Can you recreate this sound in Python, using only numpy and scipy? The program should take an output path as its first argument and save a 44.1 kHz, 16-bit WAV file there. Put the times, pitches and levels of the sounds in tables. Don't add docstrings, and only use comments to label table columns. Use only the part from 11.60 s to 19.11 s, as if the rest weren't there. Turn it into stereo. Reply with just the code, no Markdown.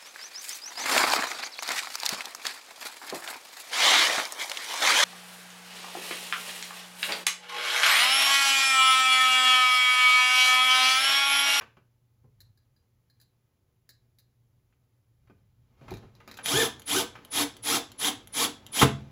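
import sys
import numpy as np
from scipy import signal
from scipy.fft import rfft, irfft, next_fast_len
from scipy.io import wavfile
from scipy.ndimage import map_coordinates

SR = 44100
rng = np.random.default_rng(int(sys.argv[2]) if len(sys.argv) > 2 else 0)


def digitize_waveform(pressure):
    field = np.atleast_2d(pressure).T
    bounded = np.clip(field, -1, 1)
    quanta = np.round(bounded * 32767).astype(np.int16)
    wavfile.write(sys.argv[1], SR, quanta)


N = 331191

# (t/s, length/s, spin-up/(Hz/s), load level/dB, lead of the trigger's click/s)
PULLS = [(4.829, 0.26, 3235, -0.5, .054), (5.255, 0.19, 3468, 0, .059), (5.703, .155, 2865, 2, .054),
         (6.022, 0.18, 3169, 1.36, .055), (6.377, 0.14, 2920, 2, .059), (6.722, 0.16, 2880, 2.5, .049),
         (7.116, 0.15, 2495, 4.5, .051)]


def amp(db):
    return 10 ** (np.asarray(db) / 20)


def unit(x):
    return x / np.sqrt(np.mean(x ** 2) + 1e-20)


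def along(points, hz):
    f, values = np.transpose(points)
    return np.interp(np.log(hz + 1), np.log(f + 1), values)


def wobble(rate):
    return map_coordinates(rng.standard_normal(N // 20), [np.arange(N) * rate / SR], mode="wrap")


def filtered(x, response):
    size = next_fast_len(N + 8192)
    return irfft(rfft(x, size) * response(np.fft.rfftfreq(size, 1 / SR)), size)[..., :N]


def noise(spectrum):
    return unit(filtered(rng.standard_normal(N), lambda hz: amp(along(spectrum, hz))))


def add(track, s, sound):
    part = track[max(0, round(s * SR)):][:len(sound)]
    part += sound[:len(part)]


def fade(t60, attack):
    t = np.arange(SR // 2) / SR
    return np.exp(-np.log(1000) * t / t60) * (1 - np.exp(-t / attack))


def ring(modes, attack, scatter_db):
    t = np.arange(SR // 2) / SR
    return sum(amp(db + scatter_db * rng.standard_normal()) * fade(t60, attack)
               * np.sin(2 * np.pi * hz * t) for hz, db, t60 in modes)


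def struck(envelope, spectrum):
    size = next_fast_len(N + 8192)
    gain = unit(amp(along(spectrum, np.fft.rfftfreq(size, 1 / SR))))
    cepstrum = irfft(np.log(gain), size)
    fold = 1 + np.sign(np.fft.fftfreq(size))
    response = np.exp(rfft(cepstrum * fold))
    bursts = envelope * rng.standard_normal(N)
    return irfft(rfft(bursts, size) * response, size)[:N]


def contacts(rows, t60, rebound_s, rebound_db):
    envelope = np.zeros(N)
    for (s, db), gaps in zip(rows, rng.uniform(.5, 1.5, (len(rows), 2))):
        add(envelope, s, amp(db) * fade(t60, attack=0.00025))
        for k, lag in enumerate(np.cumsum(gaps) * rebound_s, 1):
            add(envelope, s + lag, amp(db + k * rebound_db) * fade(t60, attack=0.0013))
    return envelope


def background():
    air = [(25, -4.5), (60, -9), (120, 0.5), (170, -14), (400, -20), (1000, -35.5), (4000, -36),
           (11000, -35), (15000, -30), (16000, -42)]
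    hum_hz, t = 119, np.arange(N) / SR
    hum = amp(-69.5 + 2.6 * wobble(2.8)) * np.sin(2 * np.pi * hum_hz * t + 0.43 * wobble(7.7))
    return hum + amp(-74.5) * noise(air) + amp(-74) * np.array([noise(air), noise(air)])


def handling():
    # (t/s, length/s, brushing level/dB, relative rumble level/dB)
    moves = [(0.0, 0.024, -61, -68), (0.632, 0.28, -90, -70.5), (3.666, .6, -84.5, -68.5),
             (4.308, .02, -56.5, -51.5), (4.42, .25, -69.5, -66.5), (4.72, 3.27, -60.5, -65)]
    # (f/Hz, relative level/dB)
    cloth = [(30, -3.5), (120, -17.5), (220, 1.5), (400, -4.5), (800, -8.5), (2500, -17), (6000, -26),
             (16000, -38)]
    bench = [(20, -6), (45, 1.5), (70, -2), (110, 5.5), (200, -16), (500, -60)]
    t, swell_s = np.arange(N) / SR, 0.077
    brush, rumble = amp(-84), amp(-77.5)
    for s, length, brush_db, rumble_db in moves:
        before, after = np.maximum(s - t, 0), np.maximum(t - s - length, 0)
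        swell = np.exp(-(before + after) / swell_s)
        brush = np.hypot(brush, amp(brush_db) * swell)
        rumble = np.hypot(rumble, amp(rumble_db) * swell)
    sleeves = brush * amp(1.2 * wobble(25)) * noise(cloth)
    return sleeves + rumble * amp(2.5 + 2.6 * wobble(7)) * noise(bench)


def knocks():
    # (t/s, knock level/dB, thump level/dB, t60/s), levels relative
    blows = [(0.01, -42.5, -58, 0.14), (0.168, -58.5, -52.5, 0.094), (0.641, -90, -55, 0.091),
             (3.125, -70.5, -92, 0.059), (3.672, -66, -76, 0.081), (3.697, -65.5, -52, 0.091),
             (4.211, -63, -50.5, 0.3), (4.281, -45.5, -48, 0.1), (4.314, -57, -30.5, 0.078),
             (4.425, -60.5, -48, 0.18), (4.602, -51.5, -74, 0.098), (4.676, -51.5, -53, 0.24),
             (4.787, -39, -64, 0.1), (4.859, -20.5, -40.5, 0.0077), (4.935, -55, -20, 0.014),
             (5.553, -42.5, -55, 0.091), (5.587, -54, -47, 0.046), (7.213, -15.5, -23, 0.045),
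             (7.221, -12.5, -13.5, 0.034), (7.227, -12.5, -8, 0.037)]
    # (f/Hz, relative level/dB)
    joint = [(100, -22), (400, -10.5), (700, -3), (950, -2), (1250, -0.5), (1480, 0.5), (1800, -5),
             (2200, -8), (2550, -3.5), (3000, -12), (7000, -26.5), (15000, -33.5)]
    bench_top = [(25, -40.5), (60, -17.5), (130, -0.5), (200, -2), (320, -3), (500, -10.5), (900, -16.5),
                 (3000, -49.5)]
    bench_modes = [(75.3, -10, 0.67), (100.5, 1.5, 0.23), (135.3, 1, 0.44), (209.6, -16, 0.6),
                   (310, -20, 0.69), (423.7, 2, 0.22), (677, -19, 0.33), (867, -31, 0.35)]
    knock, thump, bench = np.zeros((3, N))
    for s, knock_db, thump_db, t60 in blows:
        add(knock, s, amp(knock_db) * fade(t60, attack=0.00055))
        add(thump, s, amp(thump_db - 1) * fade(t60, attack=0.0012))
        add(bench, s, amp(thump_db - 11.5) * ring(bench_modes, attack=0.0072, scatter_db=4))
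    return struck(knock, joint) + struck(thump, bench_top) + bench


def screw_taps():
    taps = [(0.804, -52, -41), (0.9743, -58, -58), (1.1628, -55.5, -64), (1.4988, -48, -57.5),
            (1.600, -46, -52), (1.613, -54, -47), (2.2912, -40, -38), (2.586, -51, -46)]
    screw_modes = [(1660, 0, 0.051), (1740, -17, 0.1), (3930, -2, 0.14), (4230, -4, 0.18), (4822, 2, 0.095),
                   (5400, -27, .1), (7133, -25, .13), (11600, -18, 0.07), (14000, -15, .08)]
    scrape_spectrum = [(500, -6), (1200, -20), (1700, 0.5), (2200, -10.5), (3300, -16), (4000, 6.5),
                       (4900, -1.5), (6000, -6.5), (7200, -3.5), (9000, -7), (14500, 3.5), (16000, -13)]
    steel = np.zeros(N)
    for s, ring_db, _ in taps:
        add(steel, s, amp(ring_db - 19) * ring(screw_modes, attack=.001, scatter_db=3))
    scrapes = [(s, scrape_db) for s, _, scrape_db in taps]
    envelope = contacts(scrapes, t60=0.023, rebound_s=0.00665, rebound_db=-3.5)
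    return steel + amp(-6.5) * struck(envelope, scrape_spectrum)


def shell_clunk():
    clunks = [(3.697, -63)]
    shell_modes = [(1200, -3, 0.12), (1506, -0.5, 0.12), (2406, -11, 0.19), (2550, -2, 0.07)]  # (f/Hz, relative level/dB, t60/s)
    shell = np.zeros(N)
    for s, db in clunks:
        add(shell, s, amp(db) * ring(shell_modes, attack=.002, scatter_db=1.5))
    return shell


def bit_seating():
    touches = [(4.3069, -33.5), (4.339, -35), (4.37, -40), (4.5516, -48), (4.6765, -34), (4.7129, -33.5),
               (4.741, -38.5), (4.7706, -35)]
    bit = [(300, -3), (1200, -2.5), (1800, 2.5), (2200, -5), (2550, 4.5), (2900, -23), (3400, -10),
           (3750, 3), (4000, 5.5), (4500, -4), (7000, -9.5), (10500, -15), (14500, -4), (16000, -28)]
    return amp(-4.5) * struck(contacts(touches, t60=0.017, rebound_s=0.0073, rebound_db=-5.5), bit)


def clicks():
    snaps = [(4.859, -20.5), (5.219, -42.5), (7.218, -14.5)]
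    snap_spectrum = [(200, -46), (800, -0.5), (1600, 5.5), (2300, 0), (3300, 10.5), (5000, -3.5),
                     (7000, 4.5), (10000, 2.5), (14500, 3.5), (16000, -14)]
    trigger = [(s - lead, -40.5) for s, *_, lead in PULLS]
    envelope = np.zeros(N)
    for s, db in snaps + trigger:
        add(envelope, s, amp(db + 6.5) * fade(t60=.009, attack=.0005))
    return struck(envelope, snap_spectrum)


def motor():
    full_speed_hz, brake_hz_per_s, ease_hz = 452.3, 6500, 40
    strain_db, strain_s = 9.5, 0.046
    braking_db = 0.33
    speed, load_db = np.zeros((2, N))
    for s, length, spin_up, db, _ in PULLS:
        first = round(s * SR)
        age = np.arange(N - first) / SR
        run_down = brake_hz_per_s * (length - age)
        limits = np.array([spin_up * age, np.full_like(age, full_speed_hz), run_down])
        speed[first:] = -ease_hz * np.logaddexp.reduce(-limits / ease_hz)
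        braking = np.exp((speed[first:] - run_down) / ease_hz)
        load_db[first:] = db + strain_db * np.exp(-age / strain_s) + braking_db * braking
    return np.maximum(speed, 0), load_db


def gear_whine(speed, turns):
    # (multiple of shaft speed, relative level/dB at speed 400 Hz, speed exponent)
    orders = [(1, -24, 5.7), (2, -44.5, 2.7), (3, -55, 2.1), (4, -26.5, 3.25), (5.6, -43.5, 6),
              (7, -58.5, 1.8), (8, -38, 1.53), (16, -33, 1.59)]
    housing = [(3340, 286, 14), (3470, 90, 2.5)]
    tones = np.zeros(N)
    for multiple, db, growth in orders:
        phase = 2 * np.pi * multiple * turns + .2 * wobble(120)
        phase += .015 * multiple * wobble(500)
        flutter = amp(2 * wobble(160))
        tones += amp(db - 4) * flutter * (speed / 400) ** growth * np.sin(phase)
    return filtered(tones, lambda f: 1 + sum(
        amp(db) * 1j * f * width / (centre ** 2 - f ** 2 + 1j * f * width)
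        for centre, width, db in housing))


def switching_whistle(speed, turns):
    whistle_hz, soft_start_s = 9915, .1
    ramp = np.linspace(0, 1, round(soft_start_s * SR))
    chopping = np.minimum(ramp / .12, 1) * np.cos(np.pi / 2 * ramp)
    envelope = np.zeros(N)
    for s, *_ in PULLS:
        add(envelope, s, chopping)
    phase = 2 * np.pi * whistle_hz * np.arange(N) / SR + .45 * wobble(200)
    sideband = speed / 200 * np.sin(phase + 2 * np.pi * 4 * turns)
    return amp(-38) * envelope * (np.sin(phase) + sideband)


def gear_rattle(speed, turns):
    hiss = [(150, -27), (500, -23), (1200, -4.5), (2400, -1.5), (2900, -3.5), (3400, 5), (4200, -3),
            (7200, -2), (8100, 3.5), (9000, 3.5), (10500, -1), (12500, -5.5), (14300, -4.5), (15800, -20.5)]
    bursts_db = 0.47 * np.sin(2 * np.pi * turns) + 1.3 * np.sin(4 * np.pi * turns) + 1.4 * wobble(700)
    return amp(-27.5) * np.tanh(speed / 190) ** 2.03 * unit(amp(bursts_db)) * noise(hiss)


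def chuck_rumble(speed):
    chuck = [(30, -56), (100, -9.5), (170, -12.5), (240, -4.5), (295, 6), (365, -13), (440, 1.5),
             (560, -17.5), (690, -0.5), (850, -6.5), (1250, -9.5), (2500, -24), (6000, -24)]
    lag_s = 0.019
    pole = np.exp(-1 / (lag_s * SR))
    shake = signal.lfilter([1 - pole], [1, -pole], np.tanh(speed / 230) ** 1.97)
    return amp(-31.5) * shake * noise(chuck)


def drill():
    speed, load_db = motor()
    turns = np.cumsum(speed) / SR
    tones = amp(load_db) * gear_whine(speed, turns) + switching_whistle(speed, turns)
    rattle = amp(load_db) * (gear_rattle(speed, turns) + chuck_rumble(speed))
    return tones, rattle


def near_walls(x):
    def echo(hz, delay_s, db):
        return amp(db) * np.exp(-2j * np.pi * hz * delay_s) * hz / (hz + 500)
    return filtered(x, lambda hz: np.array([echo(hz, 0.000862, -11) + echo(hz, 0.00127, -14.5),
                                            echo(hz, 0.000984, -11) + echo(hz, 0.0047, -3.5)]))


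def garage(x):
    decay_times = [(100, 0.86), (300, 0.21), (1000, 0.27), (3500, 0.3), (7000, 0.27), (15000, 0.17)]
    tail_levels = [(100, -12), (300, -1), (700, -2), (3000, 0.5), (7000, -3.5), (15000, -12.5)]
    spread = [(100, -17.5), (300, -13.5), (700, 2.5), (2500, 2.5), (7000, 2)]
    hz, t, diffuse = signal.stft(rng.standard_normal((2, SR * 3 // 4)), SR, nperseg=256)
    decay = amp(-60 * t / along(decay_times, hz)[:, None])
    energy = np.sum(decay ** 2, axis=1, keepdims=True) * t[1] * SR
    decay *= amp(along(tail_levels, hz))[:, None] / np.sqrt(energy)
    width = np.arctan(amp(along(spread, hz)))[:, None]
    mid, side = signal.istft(diffuse * decay * np.array([np.cos(width), np.sin(width)]), SR, nperseg=256)[1]
    delayed = np.pad(x, (round(.002 * SR), 0))
    return signal.fftconvolve(delayed[None], [mid + side, mid - side], axes=1)[:, :N]


def scene():
    tones, rattle = drill()
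    work = rattle + screw_taps() + bit_seating() + clicks() + shell_clunk() + knocks() + handling()
    scattered = work + amp(-1) * tones
    return amp(0.5) * (work + tones + near_walls(scattered) + garage(scattered)) + background()


def record(dry):
    phase_lead = [(0, 0), (6300, 0), (7300, -1.1), (8400, -3.1), (8900, -3.2), (10500, -6.2), (11600, -6.3),
                  (12900, -9.4), (14000, -9.5), (15200, -12.5)]
    # (f/Hz, left-minus-right level/dB)
    balance = [(100, 0.5), (400, 1.0), (700, 5), (1300, 1.5), (2400, 0.0), (4400, -2.5), (8000, 0.56)]
    low_cut_hz, top_hz = 42, 15900
    separation = lambda hz: np.cos(np.clip((hz - 6300) / 1500, 0, 1) * np.pi / 2)
    left, right = dry
    left = filtered(left, separation) + filtered(right, lambda hz: 1 - separation(hz))
    left = filtered(left, lambda hz: np.exp(1j * along(phase_lead, hz)))
    pair = filtered(np.array([left, right]), lambda hz: amp(np.outer([.5, -.5], along(balance, hz))))
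    pair = signal.sosfilt(signal.butter(2, low_cut_hz, "highpass", fs=SR, output="sos"), pair)
    return filtered(pair, lambda hz: hz < top_hz)


dry = scene()
out = record(dry)
digitize_waveform(out)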